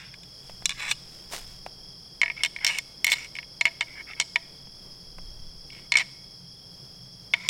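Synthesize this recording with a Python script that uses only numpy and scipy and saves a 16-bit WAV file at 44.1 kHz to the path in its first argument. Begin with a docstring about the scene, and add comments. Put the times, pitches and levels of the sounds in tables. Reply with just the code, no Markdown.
"""Antlers rattling in a summer wood

Two hand-held antlers clash: sharp knocks bounce and slide into gritty scrapes, and the grip chokes
the bone's ring. Hands and gear bump and tick, and a sleeve rustles as an arm is raised. One cricket
trills, another chirps and a far chorus shimmers, over a bed of quiet air, low drone and soft puffs."""
import sys
import numpy as np
from scipy import signal
from scipy.fft import rfft, irfft
from scipy.io import wavfile

SR = 44100
rng = np.random.default_rng(int(sys.argv[2]) if len(sys.argv) > 2 else 0)


def dump(signal):
    """Clip the signal to [-1, 1] and save it as 16-bit WAV at the path in sys.argv[1]."""
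    limited = np.clip(np.atleast_2d(signal).T, -1, 1)
    pcm = np.round(limited * 32767).astype(np.int16)
    wavfile.write(sys.argv[1], SR, pcm)


N = 330414
TIME = np.arange(N) / SR
RING_TIME = np.arange(SR // 6) / SR

# sharp antler contacts: knocks with rebounds, and the bright peaks that end two scrapes:
# (time [s], level [dB], hardness as crack over body [dB], treble reach [Hz], tine pitch [Hz],
#  bounces [count, rounded], first gap [s], first bounce's loss [dB])
CONTACTS = [(0.14, -44, -12, 9000, 2650, 0, 0, 13), (0.2335, -56, 3.5, 9000, 3600, 0, 0, 0),
            (0.6563, -30, 11.5, 10600, 3620, 0.5, 0, 0), (0.6934, -31, 0, 10700, 3650, 3, 0.012, 4.5),
            (0.9117, -30, 0, 12100, 4040, 1, 0.0023, -3), (2.2154, -17.5, -15, 9050, 1880, 0, 0.0046, 2),
            (2.232, -18.5, -25.5, 8100, 1880, 2, 0.027, 9), (2.2998, -29.5, -28, 8920, 2280, 1, 0.015, 14),
            (2.4346, -21.5, -1, 12500, 3030, 2, .014, 4.5), (2.5623, -32, -21, 9000, 1820, 1, 0.024, 9),
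            (2.6467, -21, -2.5, 15470, 5450, 0, 0.0055, 0), (2.666, -24, -0.5, 16000, 5600, 5.5, 0.01, 2.5),
            (2.7856, -32, 4, 15000, 2100, -0.5, 0.0066, 0.5), (3.0445, -23, 1, 18000, 2030, 0.5, 0, -2),
            (3.0671, -24, -3.5, 18000, 1970, 4, 0.011, 3.5), (3.1182, -20, -5, 18000, 3650, 2, 0.01, 3),
            (3.2454, -46, -1, 14000, 2300, 0, 0.01, -18), (3.353, -38.5, -10.5, 10980, 2500, 1, 0.012, 1),
            (3.3865, -30.5, -21.5, 11160, 2890, 1, 0.042, 13.5),
            (3.6106, -18, -15, 11000, 2600, 0.5, 0.028, 15),
            (3.6539, -16, -16, 12000, 2570, 2, .0134, 10.5), (3.8084, -21.5, -13, 9000, 2850, 2, 0.01, 9),
            (4.134, -40.5, -17, 8060, 1800, 0, 0, 0), (4.1996, -22.5, 0.5, 8200, 4640, 2.5, 0.012, 7.5),
            (4.3584, -16.5, -20.5, 8300, 2920, -0.5, 0, 0), (5.702, -48.5, -6, 7010, 2800, 6, 0.027, 1.5),
            (5.9203, -18, -11.5, 9000, 4400, 1, 0.019, 7),
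            (5.9545, -16.5, -24.5, 10000, 2300, 0.5, 0.014, 9),
            (5.9704, -20.5, -3, 10000, 4940, 4, .0145, 5.5), (7.3365, -17, -21, 7500, 3180, 2.5, 0.0027, 4),
            (7.4882, -23.5, 2.5, 15000, 3500, -0.5, 0, 2)]
# tine slides along tine:
# (start [s], end [s], swell over the stroke [dB], level [dB], hardness [dB], tine pitch [Hz])
SCRAPES = [(0, 0.145, -17, -52.5, -9, 2770), (0.727, 0.807, 24, -44.5, -10, 2700),
           (0.795, 0.889, 1, -36, -9, 2150), (0.887, 0.922, 5, -37, 3.5, 2820),
           (2.363, 2.418, 0, -42, -25.5, 2090), (2.605, 2.665, 5.5, -40.5, -27, 2100),
           (2.699, 2.788, -4.5, -37.5, -7, 2860), (3.099, 3.137, -1.5, -39, 6, 2180),
           (3.153, 3.26, -8.5, -45, -4.5, 2160), (3.871, 3.95, -1, -54, -19, 2200),
           (3.953, 4.019, 2, -44, -29.5, 2110), (4.068, 4.122, 9, -44, -29, 1850),
           (4.163, 4.21, -5, -52, -19, 2210), (5.721, 5.867, -8.5, -57.5, -11.5, 2700),
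           (5.976, 6.018, -7, -30, -13.5, 2930), (7.36, 7.478, 2, -43, -18, 1000)]
# the ring when the thick beams meet, and when the slender tips do: (pitch [Hz], level [dB], t60 [s])
BEAM_MODES = [(671, -27, 0.13), (956, -17, 0.057), (1194, -25.5, 0.0378), (1730, -17.5, 0.058),
              (1887, -10.5, 0.045), (2202, 6, 0.03), (2324, -4, 0.0309), (2565, -2, 0.013),
              (2920, -1.5, 0.029), (3123, -0.5, .025), (3546, -2, 0.037), (3980, -13, 0.053),
              (4230, -6, 0.033), (4600, -16, .035), (5396, 3.5, 0.016), (5710, 0, 0.029),
              (5840, -6.5, 0.017), (6270, -19, .025), (7080, -10, 0.059), (7700, -3, 0.02),
              (8510, -3, .025), (9900, -23.5, .02), (11800, -12, 0.013), (13830, -16, .015)]
TIP_MODES = [(1125, -17, 0.059), (1680, -5, 0.025), (2110, -13, .025), (2264, -1.5, 0.027),
             (2460, 1, 0.019), (2870, -2, 0.066), (3510, 8, 0.023), (3960, 1.5, 0.038), (4300, -2, 0.027),
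             (5280, -6, 0.019), (5680, -1, 0.026), (7270, -1, 0.024), (7980, -5, 0.018),
             (9180, -8.5, 0.028)]
BEAMS_FROM_S, BEAMS_UNTIL_S = 1.0, 7.48   # the tips meet outside this span
# the bone's crowd of weak, quickly damped modes: (frequency [Hz], density [dB])
CLATTER_COLOUR = [(250, -21), (600, -10.5), (1000, -4), (1500, -1.5), (2200, 6.5), (3500, -9.5),
                  (4800, -5.5), (7500, -5.5), (9000, -11.5), (10400, -20), (12300, -18), (16000, -26)]
# body, clack and crack of a contact: (low edge [Hz], high edge [Hz])
REGISTERS = [(200, 2700), (2700, 5000), (5000, 18000)]
# short handling sounds: bumps of hands and gear, and a sleeve or strap tick: (time [s], peak [dB])
HANDLING = [(0.4961, -33), (0.6228, -32.5), (1.3355, -31), (1.3483, -30), (1.6628, -22.5), (4.672, -45),
            (5.184, -34)]
# their tone: (frequency [Hz], density [dB])
HANDLING_COLOUR = [(150, -14), (400, 0), (800, 5), (1500, -3.5), (2800, -5.5), (4200, -17), (12000, -33)]
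# arm moves that drag the sleeve: (peak time [s], level [dB], 20 dB rise [s], 20 dB fall [s])
ARM_MOVES = [(.5, -56.5, .5, 0.79), (1.13, -55, .3, 0.64), (1.33, -32.5, 0.023, 0.12),
             (1.52, -52, 0.16, 0.17)]
# the hiss of cloth: (frequency [Hz], density [dB])
SLEEVE_COLOUR = [(150, -9), (500, 6), (1200, 2), (3000, 2.5), (6000, 2), (9000, -1.5), (13000, -9.5),
                 (16000, -9)]
# the far crickets' fader ride: (time [s], level [dB])
CHORUS_LEVELS = [(0.0, -51), (0.4, -48.5), (7.49, -49)]
# their massed song: (frequency [Hz], density [dB])
CHORUS_COLOUR = [(3700, -36), (4050, -25.5), (4500, -12.5), (4800, -6.5), (5200, 0), (5480, -3),
                 (5720, -16), (6000, -23.5), (7000, -37.5), (8400, -41.5), (9400, -27), (10100, -23),
                 (10700, -27), (11500, -48.5)]
# the echo off trunks and leaves: (frequency [Hz], level [dB])
ECHO_COLOUR = [(200, -3), (700, 1.5), (1700, -3), (2230, -6), (2800, -6), (4000, 0.5), (7500, 0),
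               (10000, 0.5), (16000, -8.5)]
# still air of the wood: (frequency [Hz], density [dB])
AIR_COLOUR = [(20, 0), (55, 4), (100, -5.5), (240, -5), (450, -6), (900, -13), (1600, -18.5), (3000, -21),
              (7000, -24), (12000, -27.5), (16000, -29.5)]
# the far drone's slow swell: (time [s], level [dB])
DRONE_LEVELS = [(0.0, -57), (0.23, -53), (3.23, -57.5), (7.49, -51.5)]
# its low hum: (frequency [Hz], density [dB])
DRONE_COLOUR = [(70, -24.5), (100, -9.5), (120, -5.5), (133, 1.5), (156, -9.5), (177, -2), (205, -13),
                (250, -38), (500, -45.5)]
# puffs of air: (peak time [s], level [dB], 20 dB rise [s], 20 dB fall [s])
PUFFS = [(.55, -48.5, 0.22, 1.2), (1.38, -47, .25, .85), (2.6, -56.5, 0.19, .6), (4.85, -53, 0.87, .8),
         (5.27, -39, 0.22, 0.61)]
# their deep buffeting: (frequency [Hz], density [dB])
RUMBLE_COLOUR = [(12, 3), (30, 1), (60, -9), (100, -16), (250, -37), (1000, -69)]


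def sharp_contacts(trim_db=0.5, clatter_db=(-9.0, 0.0, 8.0), clatter_t60=(0.025, 0.024, 0.012)):
    """Each contact rings the bone's body, clack and crack; the first 6 ms set each one's level."""
    out = np.zeros(N)
    attack = round(0.006 * SR)
    for s, db, hardness_db, reach_hz, tine_hz in contact_runs():
        levels = register_levels(db, hardness_db)
        lowpass = signal.butter(4, reach_hz, fs=SR, output="sos")   # a sharper point reaches higher
        for k, (low, high) in enumerate(REGISTERS):
            ring = signal.sosfilt(lowpass, bone_ring(s, low, high, clatter_db[k], clatter_t60[k]))
            add(out, s, from_db(levels[k] + trim_db) * tine_resonance(ring, tine_hz) / np.std(ring[:attack]))
    return out


def contact_runs(gap_shrink=0.77, soften_db=4):
    """Every contact and any repeats, each one quicker and duller than the last."""
    for s, db, hardness_db, reach_hz, tine_hz, bounces, gap_s, loss_db in CONTACTS:
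        for k in range(round(bounces) + 1):
            yield s, db - loss_db * np.sqrt(k), hardness_db - soften_db * k, reach_hz, tine_hz
            s += gap_s * gap_shrink ** k


def scrapes(slips_per_s=900, uneven_db=2.0, trim_db=-1.0, clatter_db=(0.0, 0.0, 4.0)):
    """The knobbly surfaces catch and slip, and each slip is a tiny blow."""
    out = np.zeros(N)
    for start, end, swell_db, db, hardness_db, tine_hz in SCRAPES:
        gains = from_db(register_levels(db + trim_db, hardness_db))
        size = round((end - start) * SR)
        slips = rng.random(size) < slips_per_s / SR
        slips[0] = True
        ramp_db = swell_db * np.linspace(-0.5, 0.5, size)
        force = slips * from_db(uneven_db * rng.standard_normal(size) + ramp_db)
        for k, (low, high) in enumerate(REGISTERS):
            ring = bone_ring(start, low, high, clatter_db[k], clatter_t60=0.04)
            rub = signal.fftconvolve(force, ring)
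            add(out, start, gains[k] * tine_resonance(rub, tine_hz) / np.std(rub[:size]))
    return out


def bone_ring(s, low, high, clatter_db, clatter_t60, scatter_db=5.5, grip_detune=0.0068):
    """One register's answer to a contact at time s: damped modes over a burst of clatter."""
    t = RING_TIME
    crack_hz = REGISTERS[2][0]
    modes = BEAM_MODES if BEAMS_FROM_S < s < BEAMS_UNTIL_S else TIP_MODES
    bandpass = signal.butter(2, [low, high], "band", fs=SR, output="sos")
    clatter = rms_one(signal.sosfilt(bandpass, noise(CLATTER_COLOUR, size=len(t))))
    ring = from_db(clatter_db) * clatter * decay(t, clatter_t60)
    for hz, db, t60 in modes:
        if low <= hz < high:
            pitch = hz * (1 + grip_detune * rng.normal())   # grip and pressure shift the modes a little
            # the touched spot sets each mode's share; high modes have more nodes to hit or miss
            share_db = scatter_db * min(hz / crack_hz, 1) * rng.normal()
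            tone = np.sin(2 * np.pi * (pitch * t + rng.random()))
            ring += from_db(db + share_db) * tone * decay(t, t60)
    rise_s = 0.00027 * crack_hz / high   # high registers speak first
    return ring * (1 - np.exp(-t / rise_s))


def register_levels(db, hardness_db):
    """Levels of body, clack and crack: a harder contact tilts them towards the treble."""
    return db, db - 0.5 + 0.46 * hardness_db, db + hardness_db


def tine_resonance(ring, tine_hz, lift_db=6.5, q=6.9):
    """The touched tine favours the modes near its own pitch."""
    peak = signal.iirpeak(tine_hz, q, fs=SR)
    return ring + (from_db(lift_db) - 1) * signal.lfilter(*peak, ring)


def handling(t60=0.023):
    """Bumps of hands and gear and a sleeve or strap tick die at once, with no clear pitch."""
    out = np.zeros(N)
    for s, db in HANDLING:
        burst = noise(HANDLING_COLOUR, size=len(RING_TIME)) * decay(RING_TIME, t60)
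        add(out, s, from_db(db) * burst / np.abs(burst).max())
    return out


def sleeve(grain_db=3.5):
    """Cloth drags in tiny catches, a grainy rustle that follows the arm."""
    rustle = noise(SLEEVE_COLOUR) * from_db(grain_db * drift(700))
    return swells(ARM_MOVES) * rms_one(rustle)


def cricket(pitch_hz, strokes_per_s, duty, droop, waver, level_db, wet_db):
    """Each wing stroke is a short tone that falls in pitch as the wing slows."""
    cycle = np.cumsum(strokes_per_s * (1 + 0.0076 * drift(1.6))) / SR % 1
    stroke = np.minimum(cycle / duty, 1)
    hz = pitch_hz * (1 - droop * (stroke - 0.5) + waver * drift(300))
    envelope = np.sin(np.pi * stroke) * from_db(drift(9.1))
    song = envelope * np.sin(2 * np.pi * np.cumsum(hz) / SR)
    return from_db(level_db) * rms_one(wood_echo(song, wet_db, t60=0.28))


def cricket_chorus(trim_db=0.5, shimmer_db=1.0):
    """Countless far crickets merge into a shimmering band with a faint octave."""
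    shimmer = from_db(trim_db + shimmer_db * drift(90))
    return shimmer * level_curve(CHORUS_LEVELS) * noise(CHORUS_COLOUR)


def wood_echo(sound, wet_db, t60, build_s=0.004):
    """Trunks and leaves scatter back a thin tail behind the direct sound."""
    t = TIME[:SR]
    tail = noise(ECHO_COLOUR, size=SR) * decay(t, t60) * (1 - np.exp(-t / build_s))
    return sound + from_db(wet_db) * signal.fftconvolve(sound, tail / np.linalg.norm(tail))[:N]


def still_air(level_db=-56, waver_db=1.1):
    """The wood's air is a soft, dark hush that wavers slightly."""
    return from_db(level_db + waver_db * drift(6.6)) * noise(AIR_COLOUR)


def far_drone(trim_db=-1.5):
    """A distant low hum swells and sinks slowly."""
    return from_db(trim_db) * level_curve(DRONE_LEVELS) * noise(DRONE_COLOUR)


def air_puffs(calm_db=-76):
    """Close puffs of air rumble, with a faint stirring between them."""
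    return np.hypot(from_db(calm_db), swells(PUFFS)) * noise(RUMBLE_COLOUR)


def from_db(db):
    return 10 ** (np.asarray(db) / 20)


def rms_one(x):
    return x / np.sqrt(np.mean(x ** 2) + 1e-20)


def decay(t, t60):
    return from_db(-60 * t / t60)


def level_curve(rows):
    """A fader ride through rows of (time [s], level [dB])."""
    return from_db(np.interp(TIME, *np.transpose(rows)))


def swells(rows):
    """The envelope of movements that each rise to a peak and die away."""
    power = np.zeros(N)
    for s, db, rise, fall in rows:
        drop_db = 20 * np.maximum((s - TIME) / rise, (TIME - s) / fall)
        power += from_db(db - drop_db) ** 2
    return np.sqrt(power)


def noise(colour, size=N):
    """Noise with the given spectrum; rms 1."""
    hz, db = np.transpose(colour)
    log_hz = np.log(np.fft.rfftfreq(size, 1 / SR) + 1)
    gain = from_db(np.interp(log_hz, np.log(hz), db))
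    return rms_one(irfft(rfft(rng.standard_normal(size)) * gain, size))


def drift(rate):
    """A random wobble with about `rate` turns a second; rms 1."""
    return rms_one(np.interp(TIME * rate, np.arange(N), rng.standard_normal(N)))


def add(out, s, sound):
    """Mix a sound in at time s."""
    start = round(s * SR)
    out[start:start + len(sound)] += sound[:max(N - start, 0)]


def scene():
    """Antlers and handling up front, crickets and quiet air behind, in mono."""
    foreground = wood_echo(sharp_contacts() + scrapes() + handling() + sleeve(), wet_db=-24.0, t60=0.72)
    trill = cricket(pitch_hz=3306, strokes_per_s=40.3, duty=0.76, droop=0.045, waver=0.014,
                    level_db=-59.5, wet_db=-5.5)
    chirp = cricket(pitch_hz=6340, strokes_per_s=11.0, duty=0.4, droop=0.015, waver=0.005,
                    level_db=-72.5, wet_db=-7.0)
    bed = still_air() + far_drone() + air_puffs()
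    return (foreground + trill + chirp + bed + cricket_chorus())[None]


def record(dry, ceiling=0.48, cutoff_hz=16000):
    """A soft clip rounds the loudest peaks and a steep low-pass cuts the very top."""
    rounded = dry / (1 + (dry / ceiling) ** 6) ** (1 / 6)
    lowpass = signal.ellip(10, 0.1, 100, cutoff_hz, fs=SR, output="sos")
    return signal.sosfilt(lowpass, rounded)


dry = scene()
out = record(dry)
dump(out)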